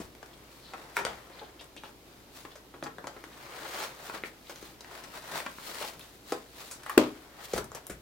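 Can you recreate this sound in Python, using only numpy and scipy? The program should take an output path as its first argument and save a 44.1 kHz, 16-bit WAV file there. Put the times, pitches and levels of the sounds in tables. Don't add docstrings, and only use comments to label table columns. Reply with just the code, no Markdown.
import sys
import numpy as np
from scipy import signal
from scipy.fft import rfft, irfft, next_fast_len
from scipy.io import wavfile

SR = 44100
rng = np.random.default_rng(int(sys.argv[2]) if len(sys.argv) > 2 else 0)


def generate_wav(signal):
    frames = np.transpose(np.atleast_2d(signal))
    scaled = np.clip(frames, -1, 1) * 32767
    pcm = np.round(scaled).astype(np.int16)
    wavfile.write(sys.argv[1], SR, pcm)


N = 353241
TIME = np.arange(N) / SR

# (time of top speed [s], rise [s], fall [s], rub level [dB], hiss level [dB])
STROKES = [(.03, 0.36, 0.071, -54.5, -53.5), (.3, 0.17, 0.38, -59.5, -66), (.58, 0.3, 0.22, -64.5, -57.5),
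           (.82, 0.25, 0.17, -52, -58), (.966, 0.029, 0.022, -51, -45), (1.11, 0.23, 0.18, -47.5, -55.5),
           (1.38, 0.11, 0.24, -52, -61), (1.88, 0.12, 0.06, -60, -58), (2.1, 0.16, 0.77, -62.5, -63),
           (2.37, 0.045, 0.12, -55.5, -48.5), (2.519, 0.042, 0.047, -58.5, -65.5),
           (3.15, 0.098, 0.27, -55.5, -79), (3.56, 0.19, 0.59, -46.5, -73), (3.84, 0.38, 0.078, -39, -41),
           (4.07, 0.16, 0.15, -48, -47.5), (4.15, 0.034, 0.058, -39.5, -48), (4.26, 0.019, 0.046, -47, -48),
           (4.51, 0.051, 0.039, -55.5, -48.5), (4.67, 0.27, 0.11, -55.5, -51), (4.95, 0.13, 0.21, -48, -53),
           (5.17, 0.082, 0.053, -44.5, -47), (5.376, 0.13, 0.073, -37, -39.5),
           (5.7, 0.243, 0.22, -47.5, -43), (5.825, 0.13, 0.114, -42.5, -41.5),
           (5.885, .06, .03, -50, -41.5), (6.03, 0.059, 0.2, -60, -52), (6.3, 0.075, 0.18, -52.5, -49),
           (6.61, 0.098, 0.18, -51, -46.5), (6.9, 0.14, 0.56, -49.5, -54), (7.42, 0.061, 0.065, -46.5, -53),
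           (7.452, 0.04, 0.018, -54, -43.5), (7.57, 0.095, 0.049, -44.5, -40.5),
           (7.77, 0.057, 0.046, -46.5, -55)]
# (time [s], air puff level [dB], ring level [dB], crack level [dB])
SLAP = (6.9776, -2, -24, -11)
IDLE_RUB_DB, IDLE_HISS_DB = -73, -77


def slap(puff_hz=355, puff_s=0.0026, peak_s=0.0019, crack_t60=0.028, snap_t60=0.004):
    # (pitch [Hz], level [dB], fade time [s])
    table_tones = [(118.2, -15, 0.35), (218, -3, 0.22), (255.4, 3.5, 0.29), (287, -4, 0.32),
                   (313, 4.5, 0.31), (371, -5.5, 0.42), (387, -9, .28), (410, -7, 0.38),
                   (437.8, -3.5, 0.25), (542, -1, 0.24), (593, -3, 0.24), (633, -3, 0.2), (963, -11, 0.25),
                   (1240, -12, 0.28)]
    start, puff_db, ring_db, crack_db = SLAP
    lag, t = TIME - start, np.arange(SR // 2) / SR
    crack, ring = np.zeros((2, N))
    blow = undb(puff_db) * np.exp(-((lag - peak_s) / puff_s) ** 2) * np.sin(2 * np.pi * puff_hz * lag)
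    cover_flex = undb(-21) * fade(t, 0.055) * np.sin(2 * np.pi * 660 * t)
    add(blow, start + .0001, cover_flex)
    pages = burst(t, 380, 540, crack_t60)
    edges = undb(-9) * burst(t, 1400, 3600, crack_t60)
    add(crack, start, undb(crack_db) * (pages + edges))
    snap = undb(-13) * burst(t, 1800, 16000, snap_t60)
    add(crack, start + .0003, snap)
    tones = sum(undb(db) * np.sin(2 * np.pi * hz * t + rng.uniform(0, 2 * np.pi)) * fade(t, t60)
                for hz, db, t60 in table_tones)
    add(ring, start, undb(ring_db) * tones * (1 - fade(t, 0.0081)))
    return (room(blow, walls_db=-11.5, near_db=-40, right_delay=3)
            + room(crack, walls_db=-10, near_db=-3.5, right_delay=3) + ring)


def settling_pages(wash_db=-24, wash_t60=0.29, flutter_db=2):
    # (frequency [Hz], level [dB])
    paper_tone = [(330, 2), (450, 6), (620, -2), (850, 0), (1250, 1), (1550, -12), (2400, -8.5),
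                  (3600, -11.5), (6000, -20), (10000, -28), (15000, -29.5)]
    lag = np.maximum(TIME - SLAP[0], 0)
    wash = colour(stereo_noise(split_hz=900), paper_tone) * undb(flutter_db * wander(200))
    return undb(wash_db) * wash * fade(lag, wash_t60) * (1 - fade(lag, 0.0055))


def sliding(rub_db=1, hiss_db=-1):
    # (frequency [Hz], level [dB])
    rub_tone = [(220, -10), (400, -1), (630, .3), (1150, -.7), (1900, -4.5), (2800, -12), (4500, -15),
                (7000, -24)]
    hiss_tone = [(2300, -6.5), (4200, -4), (5800, -8.5), (8000, -9.5), (12000, -11.5), (15800, -10)]
    time, rise, fall, rub_levels, hiss_levels = np.transpose(STROKES)
    grain = .9 * unit(room(catches(per_s=1500, uneven_db=3), walls_db=-4, near_db=-3, spots=4))
    rub = colour(stereo_noise(split_hz=800) + grain, rub_tone) * undb(1.4 * wander(60))
    hiss = colour(stereo_noise(split_hz=1500) + grain, hiss_tone) * undb(1.2 * wander(60))
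    rub *= undb(rub_db) * swells(zip(time, rise, fall, rub_levels), IDLE_RUB_DB)
    hiss *= undb(hiss_db) * swells(zip(time, rise, fall, hiss_levels), IDLE_HISS_DB)
    stutter = undb(1.3 * wander(260))
    return stutter * (rub + hiss)


def taps(grit=0.48, level_window_s=.012):
    # (time [s], thud level [dB], clack level [dB],
    # clack pitch [Hz], tick level [dB], tick pitch [Hz], fade time [s])
    touches = [(0.002, -44, -72, 1100, -51.5, 5770, 0.11), (.151, -55.5, -60, 1190, -61, 8550, 0.0083),
               (0.229, -47, -51, 1450, -55.5, 4020, 0.033), (0.261, -63, -64, 1500, -60.5, 8100, 0.0097),
               (0.736, -46.5, -41.5, 960, -53.5, 4800, 0.047),
               (0.968, -44, -28.5, 1610, -39.5, 10600, 0.011), (0.9756, -38, -36, 1190, -52.5, 5500, 0.022),
               (0.988, -38, -35, 880, -44.5, 6000, 0.17), (1.051, -36, -44, 1250, -51, 4750, 0.011),
               (1.067, -42, -36.5, 950, -50.5, 5400, 0.03), (1.269, -55, -77, 1000, -64, 4500, 0.024),
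               (1.299, -51.5, -69, 1000, -62, 4500, 0.033), (1.415, -43.5, -69.5, 950, -66, 4200, 0.11),
               (1.611, -50, -58, 1450, -52, 4100, 0.094), (1.643, -63, -65, 1440, -58, 8640, 0.01),
               (1.765, -51, -61, 2010, -53.5, 3280, 0.013), (1.836, -43.5, -78, 1140, -58, 4400, 0.04),
               (1.893, -53, -63.5, 1100, -67, 4400, 0.023), (2.451, -45.5, -49.5, 1230, -60, 4900, 0.035),
               (2.556, -50, -58, 1500, -53, 5030, 0.11), (2.74, -46.5, -64, 950, -66, 5100, 0.092),
               (2.8264, -37.5, -51, 1050, -54, 4500, 0.016), (2.836, -62, -60, 1400, -54, 7000, 0.013),
               (2.839, -55.5, -52, 1300, -45.5, 4770, 0.028), (2.861, -43, -59, 800, -66, 4800, 0.026),
               (2.866, -41.5, -47, 1050, -53, 4500, 0.04), (2.984, -43, -56, 894, -68, 4000, 0.013),
               (3.042, -43, -52, 1110, -59, 5400, 0.042), (3.071, -43, -50, 1250, -47, 4600, 0.014),
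               (3.078, -46.5, -55, 1100, -60, 4570, .015), (3.165, -48.5, -60.5, 980, -77, 5000, 0.031),
               (3.24, -52, -48, 1360, -54.5, 4630, 0.024), (3.344, -59, -70, 1100, -66, 5000, .03),
               (3.546, -50, -61, 1000, -72, 4500, 0.022), (3.775, -52, -47, 1200, -52, 5000, 0.026),
               (3.823, -52, -45, 950, -50, 5000, 0.095), (4.098, -47, -41.5, 1160, -55, 5100, 0.011),
               (4.143, -48, -48, 1200, -60, 4200, 0.011), (4.183, -53.5, -50, 1300, -64, 4500, .015),
               (4.237, -41, -39, 1470, -59, 4000, 0.0083), (4.496, -45, -50, 1390, -49.5, 4940, 0.055),
               (4.559, -62, -55.5, 1510, -51, 4550, 0.012), (4.626, -58, -54, 1200, -55, 5200, 0.035),
               (4.8076, -55, -72, 1300, -49, 3920, 0.024), (4.846, -60, -52.5, 1190, -58, 4000, 0.02),
               (4.913, -50, -59, 990, -68, 4500, 0.031), (5.0384, -54.5, -49, 1600, -49, 4500, 0.062),
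               (5.227, -67, -63, 1500, -56, 3780, 0.011), (5.356, -54, -47, 1600, -50, 4500, .015),
               (5.403, -43.5, -46.5, 1400, -52, 6000, .015), (5.462, -47, -46, 1500, -51, 5000, 0.041),
               (5.4641, -40, -39.5, 1420, -49, 4600, 0.031), (5.585, -51, -51.5, 1100, -64, 4800, 0.013),
               (5.813, -39.5, -53, 890, -53, 5400, 0.016), (5.827, -48, -43, 1800, -52, 4500, 0.017),
               (5.9948, -57, -58, 1500, -51, 9500, 0.0085), (6.322, -34, -50, 1100, -38.5, 4270, 0.024),
               (6.7115, -52, -49, 1260, -39.5, 6900, 0.14), (6.834, -68, -51, 1400, -54, 6000, 0.025),
               (6.8629, -77, -40.5, 1350, -54, 8660, 0.029), (6.896, -76, -36.5, 1360, -43, 12100, 0.04),
               (7.535, -35, -54, 1150, -38.5, 5300, 0.049), (7.562, -35.5, -61, 1100, -45.5, 8100, 0.15),
               (7.579, -37.5, -41, 1140, -38.5, 5260, 0.043), (7.643, -60, -58, 1300, -49.5, 8800, 0.02),
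               (7.718, -48.5, -55, 1050, -53, 5670, 0.01), (7.749, -45, -51, 1100, -43, 7700, 0.045),
               (7.868, -68, -60, 1600, -43.5, 13000, 0.0085), (7.898, -46, -44, 1730, -43.5, 8400, 0.106)]
    out = np.zeros(N)
    t = np.arange(SR // 10) / SR
    blow = t == 0
    for start, thud_db, clack_db, clack_hz, tick_db, tick_hz, t60 in touches + stray_touches():
        tiny_hits = rng.standard_normal(len(t)) * np.exp(grit * rng.standard_normal(len(t)))
        tiny_hits *= fade(t, t60)
        push = tiny_hits + 7 * blow
        padding = band(band(push, 290, 900, order=1), 150, 1300, order=1)
        plate = band(band(push, clack_hz / 1.7, clack_hz * 1.4, order=1), 350, 2200)
        struck_spot = band(push, clack_hz / 1.15, clack_hz * 1.15, order=1)
        cover = plate + 0.046 * struck_spot
        edge = band(band(tiny_hits + 8 * blow, tick_hz / 1.5, tick_hz * 1.4, order=1), 3500, 17000)
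        for part, db in ((padding, thud_db), (cover, clack_db - 1), (edge, tick_db - 1)):
            add(out, start, part * undb(db) * np.sqrt(level_window_s * SR / np.sum(part ** 2)))
    return out


def cover_flexes():
    # (time [s], level [dB], pitch [Hz], pitch range [Hz], fade time [s])
    bends = [(0.9691, -25, 1600, 700, 0.011), (.972, -36, 980, 400, 0.147), (0.968, -38, 5440, 900, 0.023),
             (1.051, -20.5, 4770, 2200, 0.0061), (2.8269, -40, 850, 450, 0.012),
             (2.983, -40, 740, 300, 0.011), (3.0707, -36.5, 4200, 1500, 0.015),
             (3.078, -44, 4300, 1800, 0.01), (4.097, -39, 1230, 250, 0.032), (4.238, -44, 1710, 700, 0.05),
             (5.812, -40, 840, 250, 0.22), (6.323, -34.5, 480, 60, 0.065), (6.323, -35, 630, 60, 0.042),
             (6.323, -35, 1060, 90, 0.057), (6.895, -36.5, 1200, 200, 0.12)]
    out = np.zeros(N)
    t = np.arange(SR // 4) / SR
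    for start, db, hz, width_hz, t60 in bends:
        half_width = min(width_hz, hz) / 2
        add(out, start, undb(db) * burst(t, hz - half_width, hz + half_width, t60))
    return out


def knocks(knock_t60=0.011, thump_t60=0.31):
    # (time [s], knock level [dB], knock pitch [Hz], thump level [dB])
    landings = [(.001, -34, 302, -42.5), (1.054, -32.5, 463, -43.5), (4.627, -37, 334, -62),
                (6.324, -28.5, 430, -66), (6.98, -24, 242, -48), (7.536, -21, 433, -33.5),
                (7.586, -26, 397, -44), (7.9, -30.5, 356, -41)]
    out = np.zeros(N)
    t = np.arange(SR // 3) / SR
    for start, knock_db, hz, thump_db in landings:
        knock = np.sin(2 * np.pi * hz * t) * t * fade(t, knock_t60)
        thump = band(rng.standard_normal(len(t)), 31, 207) * fade(t, thump_t60)
        add(out, start, undb(knock_db) * knock / abs(knock).max())
        add(out, start, undb(thump_db) * thump / abs(thump).max())
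    return out


def nail_scrapes(slip_hz=420, rasp=0.1, width=1.18):
    # (time [s], length [s], level [dB], pitch [Hz])
    scrapes = [(0.329, 0.017, -56, 3600), (0.609, 0.12, -56.5, 4200), (1.322, .04, -58, 4300),
               (1.386, 0.019, -49.5, 3500), (1.437, .025, -57, 3200), (1.587, 0.034, -50.5, 3520),
               (1.765, 0.022, -46.5, 3140), (1.831, 0.036, -52, 3060), (2.505, .025, -54.5, 3580),
               (3.325, 0.016, -56, 3570), (4.463, 0.014, -51, 3500), (6.003, 0.017, -51, 3500)]
    out = np.zeros(N)
    for start, length, db, hz in scrapes:
        size = int(length * SR)
        jitter, strength, noise = rng.standard_normal((3, SR // 4))[:, :size]
        travel = np.cumsum(1 + 4 * jitter) * slip_hz / SR
        slips = np.diff(np.floor(travel), prepend=0) * undb(3 * strength)
        ringing = band(slips + rasp * noise, hz / width, hz * width, order=1)
        arch = np.sin(np.linspace(0, np.pi, size))
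        add(out, start, unit(band(ringing, 1900, 4700)) * arch * undb(db - 1))
    return out


def stray_touches(count=80, per_s=7.6, uneven_db=2, busy_db=-51):
    # (thud level [dB], clack level [dB], clack pitch [Hz], tick level [dB],
    # tick pitch [Hz], fade time [s]); its negative fade time makes it grow until it cuts off
    typical_touch = (-55, -71, 1244, -69, 4800, -0.3)
    thud_db, clack_db, clack_hz, tick_db, tick_hz, t60 = typical_touch
    times = np.cumsum(rng.gamma(2, 1 / 2, count)) / per_s
    effort = np.interp(times, TIME, swells([row[:4] for row in STROKES], IDLE_RUB_DB))
    pause_db = np.minimum(20 * np.log10(effort) - busy_db, 0)
    offsets_db = rng.standard_normal((count, 3)) * uneven_db + pause_db[:, None]
    levels = offsets_db + [thud_db, clack_db, tick_db]
    return [(start, thud, clack, clack_hz, tick, tick_hz, t60)
            for start, (thud, clack, tick) in zip(times, levels) if start < TIME[-1]]


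def fabric_snags(per_s=70, snag_db=-15, snag_t60=.008):
    time, rise, fall, _, hiss_levels = np.transpose(STROKES)
    snags = abs(catches(per_s, uneven_db=2.5))
    tails = signal.oaconvolve(snags, fade(np.arange(SR // 20) / SR, snag_t60))[:N]
    scratches = unit(band(tails * rng.standard_normal(N), 1000, 8000, order=1))
    return scratches * undb(snag_db) * swells(zip(time, rise, fall, hiss_levels), IDLE_HISS_DB)


def dragging_case():
    # (time of top speed [s], rise [s], fall [s], level [dB])
    shifts = [(1.08, 0.17, .15, -55), (3.08, .25, 0.102, -57), (4.2, 0.38, 0.21, -60.5),
              (4.7, 0.13, 0.24, -64), (5.35, 0.28, 0.23, -57.5), (6, 0.1, 0.034, -57)]
    rumble = unit(band(rng.standard_normal(N), 130, 215)) * undb(2 * wander(10))
    return rumble * swells(shifts, idle_db=-70.5)


def room(x, walls_db, near_db, spots=1, right_delay=1):
    shares = np.array([wander(9) for _ in range(spots)]) if spots > 1 else np.ones((1, N))
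    shares /= np.sqrt(np.sum(shares ** 2, axis=0))
    echoed = sum(signal.oaconvolve((x * share)[None], echoes(walls_db, near_db), axes=1)[:, :N]
                 for share in shares)
    return np.array([x, np.roll(x, right_delay)]) + echoed


def echoes(walls_db, near_db, grit=0.4):
    # (frequency [Hz], fade time [s])
    ring_times = [(150, 0.39), (500, 0.31), (2000, 0.24), (6000, 0.19), (15000, 0.14)]
    t = np.arange(SR // 3) / SR
    noise = rng.standard_normal((2, len(t))) * np.exp(grit * rng.standard_normal(len(t)))
    spectrum, hz = rfft(spread(noise, split_hz=580)), np.fft.rfftfreq(len(t), 1 / SR)
    edges_hz = np.r_[0, 250 * 2 ** np.arange(8)]
    walls = np.zeros((2, len(t)))
    for low, high in zip(edges_hz, edges_hz[1:]):
        octave = irfft(spectrum * ((hz >= low) & (hz < high)), len(t))
        walls += octave * fade(t, lookup((low + high) / 2, ring_times))
    walls *= np.clip((t - .003) / 0.0013, 0, 1)
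    near = stereo_noise(split_hz=260, size=len(t)) * fade(t, 0.018)
    return (undb(walls_db) * unit(walls) + undb(near_db) * unit(near)) / np.sqrt(len(t))


def background(air_db=-55.5, hum_db=-66, hum_hz=57.7):
    # (frequency [Hz], level [dB])
    air_tone = [(25, -1), (55, -5), (90, -1.5), (130, 4), (190, -4), (300, 5), (500, -1.5), (800, -6.5),
                (1600, -14), (4000, -15), (9000, -22.5), (14000, -20), (16000, -25.5)]
    air = colour(stereo_noise(split_hz=670), air_tone)
    hum = unit(np.sin(2 * np.pi * hum_hz * TIME) * undb(0.69 * wander(2.2)))
    return undb(air_db) * air + undb(hum_db) * hum


def swells(rows, idle_db, swell_db=14.5, shape=0.97):
    t = TIME[::100]
    power = undb(idle_db) ** 2
    for peak_time, rise, fall, db in rows:
        away = np.maximum((peak_time - t) / rise, (t - peak_time) / fall)
        power = power + undb(db - swell_db * np.minimum(away, 10) ** shape) ** 2
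    return np.interp(TIME, t, np.sqrt(power))


def catches(per_s, uneven_db):
    clicks = (rng.random(N) < per_s / SR) * rng.choice([-1, 1], N)
    return unit(clicks * undb(uneven_db * np.minimum(rng.exponential(size=N), 4)))


def burst(t, low_hz, high_hz, t60):
    sound = band(rng.standard_normal(len(t)), low_hz, high_hz, order=1) * fade(t, t60)
    return sound * np.sqrt(np.sum(fade(t, t60) ** 2) / np.sum(sound ** 2))


def spread(pair, split_hz, bass_side=0.34):
    middle, side = pair
    highs = signal.sosfilt(signal.butter(2, split_hz, "high", fs=SR, output="sos"), side)
    side = bass_side * side + (1 - bass_side) * highs
    return np.array([middle + side, middle - side])


def stereo_noise(split_hz, size=N):
    return spread(rng.standard_normal((2, size)), split_hz)


def colour(x, points):
    size = next_fast_len(N)
    hz = np.fft.rfftfreq(size, 1 / SR)
    ends = np.minimum(hz / points[0][0], 1) ** 2 * np.minimum(points[-1][0] / (hz + 1), 1) ** 2
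    return unit(irfft(rfft(x, size) * undb(lookup(hz, points)) * ends, size)[..., :N])


def lookup(hz, points):
    frequencies, values = np.transpose(points)
    return np.interp(np.log(hz + 1), np.log(frequencies), values)


def band(x, low_hz, high_hz, order=2):
    edges_hz = [low_hz, min(high_hz, .45 * SR)]
    return signal.sosfilt(signal.butter(order, edges_hz, "band", fs=SR, output="sos"), x)


def wander(per_s):
    values = rng.standard_normal(4096)
    turns = np.cumsum(rng.uniform(.5, 1.5, len(values))) - 1
    return np.interp(TIME * per_s, turns, values)


def fade(t, t60):
    return np.exp(-np.log(1000) * t / t60)


def undb(db):
    return 10 ** (np.asarray(db) / 20)


def unit(x):
    return x / np.sqrt(np.mean(x ** 2))


def add(track, start_s, sound):
    i = max(int(start_s * SR), 0)
    track[..., i:i + sound.shape[-1]] += sound[..., :N - i]


def scene(left_db=1.22):
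    contacts = taps() + cover_flexes() + nail_scrapes() + fabric_snags()
    contacts = room(contacts, walls_db=-3, near_db=-6.5, spots=6)
    rubbing = sliding() + dragging_case()
    landing = slap() + settling_pages() + room(knocks(), walls_db=-6.5, near_db=-36, right_delay=3)
    return (contacts + rubbing + landing) * undb([[left_db], [-left_db]]) + background()


def record(dry):
    high_cut = signal.ellip(8, .1, 60, 16000, fs=SR, output="sos")
    return signal.sosfiltfilt(high_cut, np.clip(dry, -1, 1))


dry = scene()
out = record(dry)
generate_wav(out)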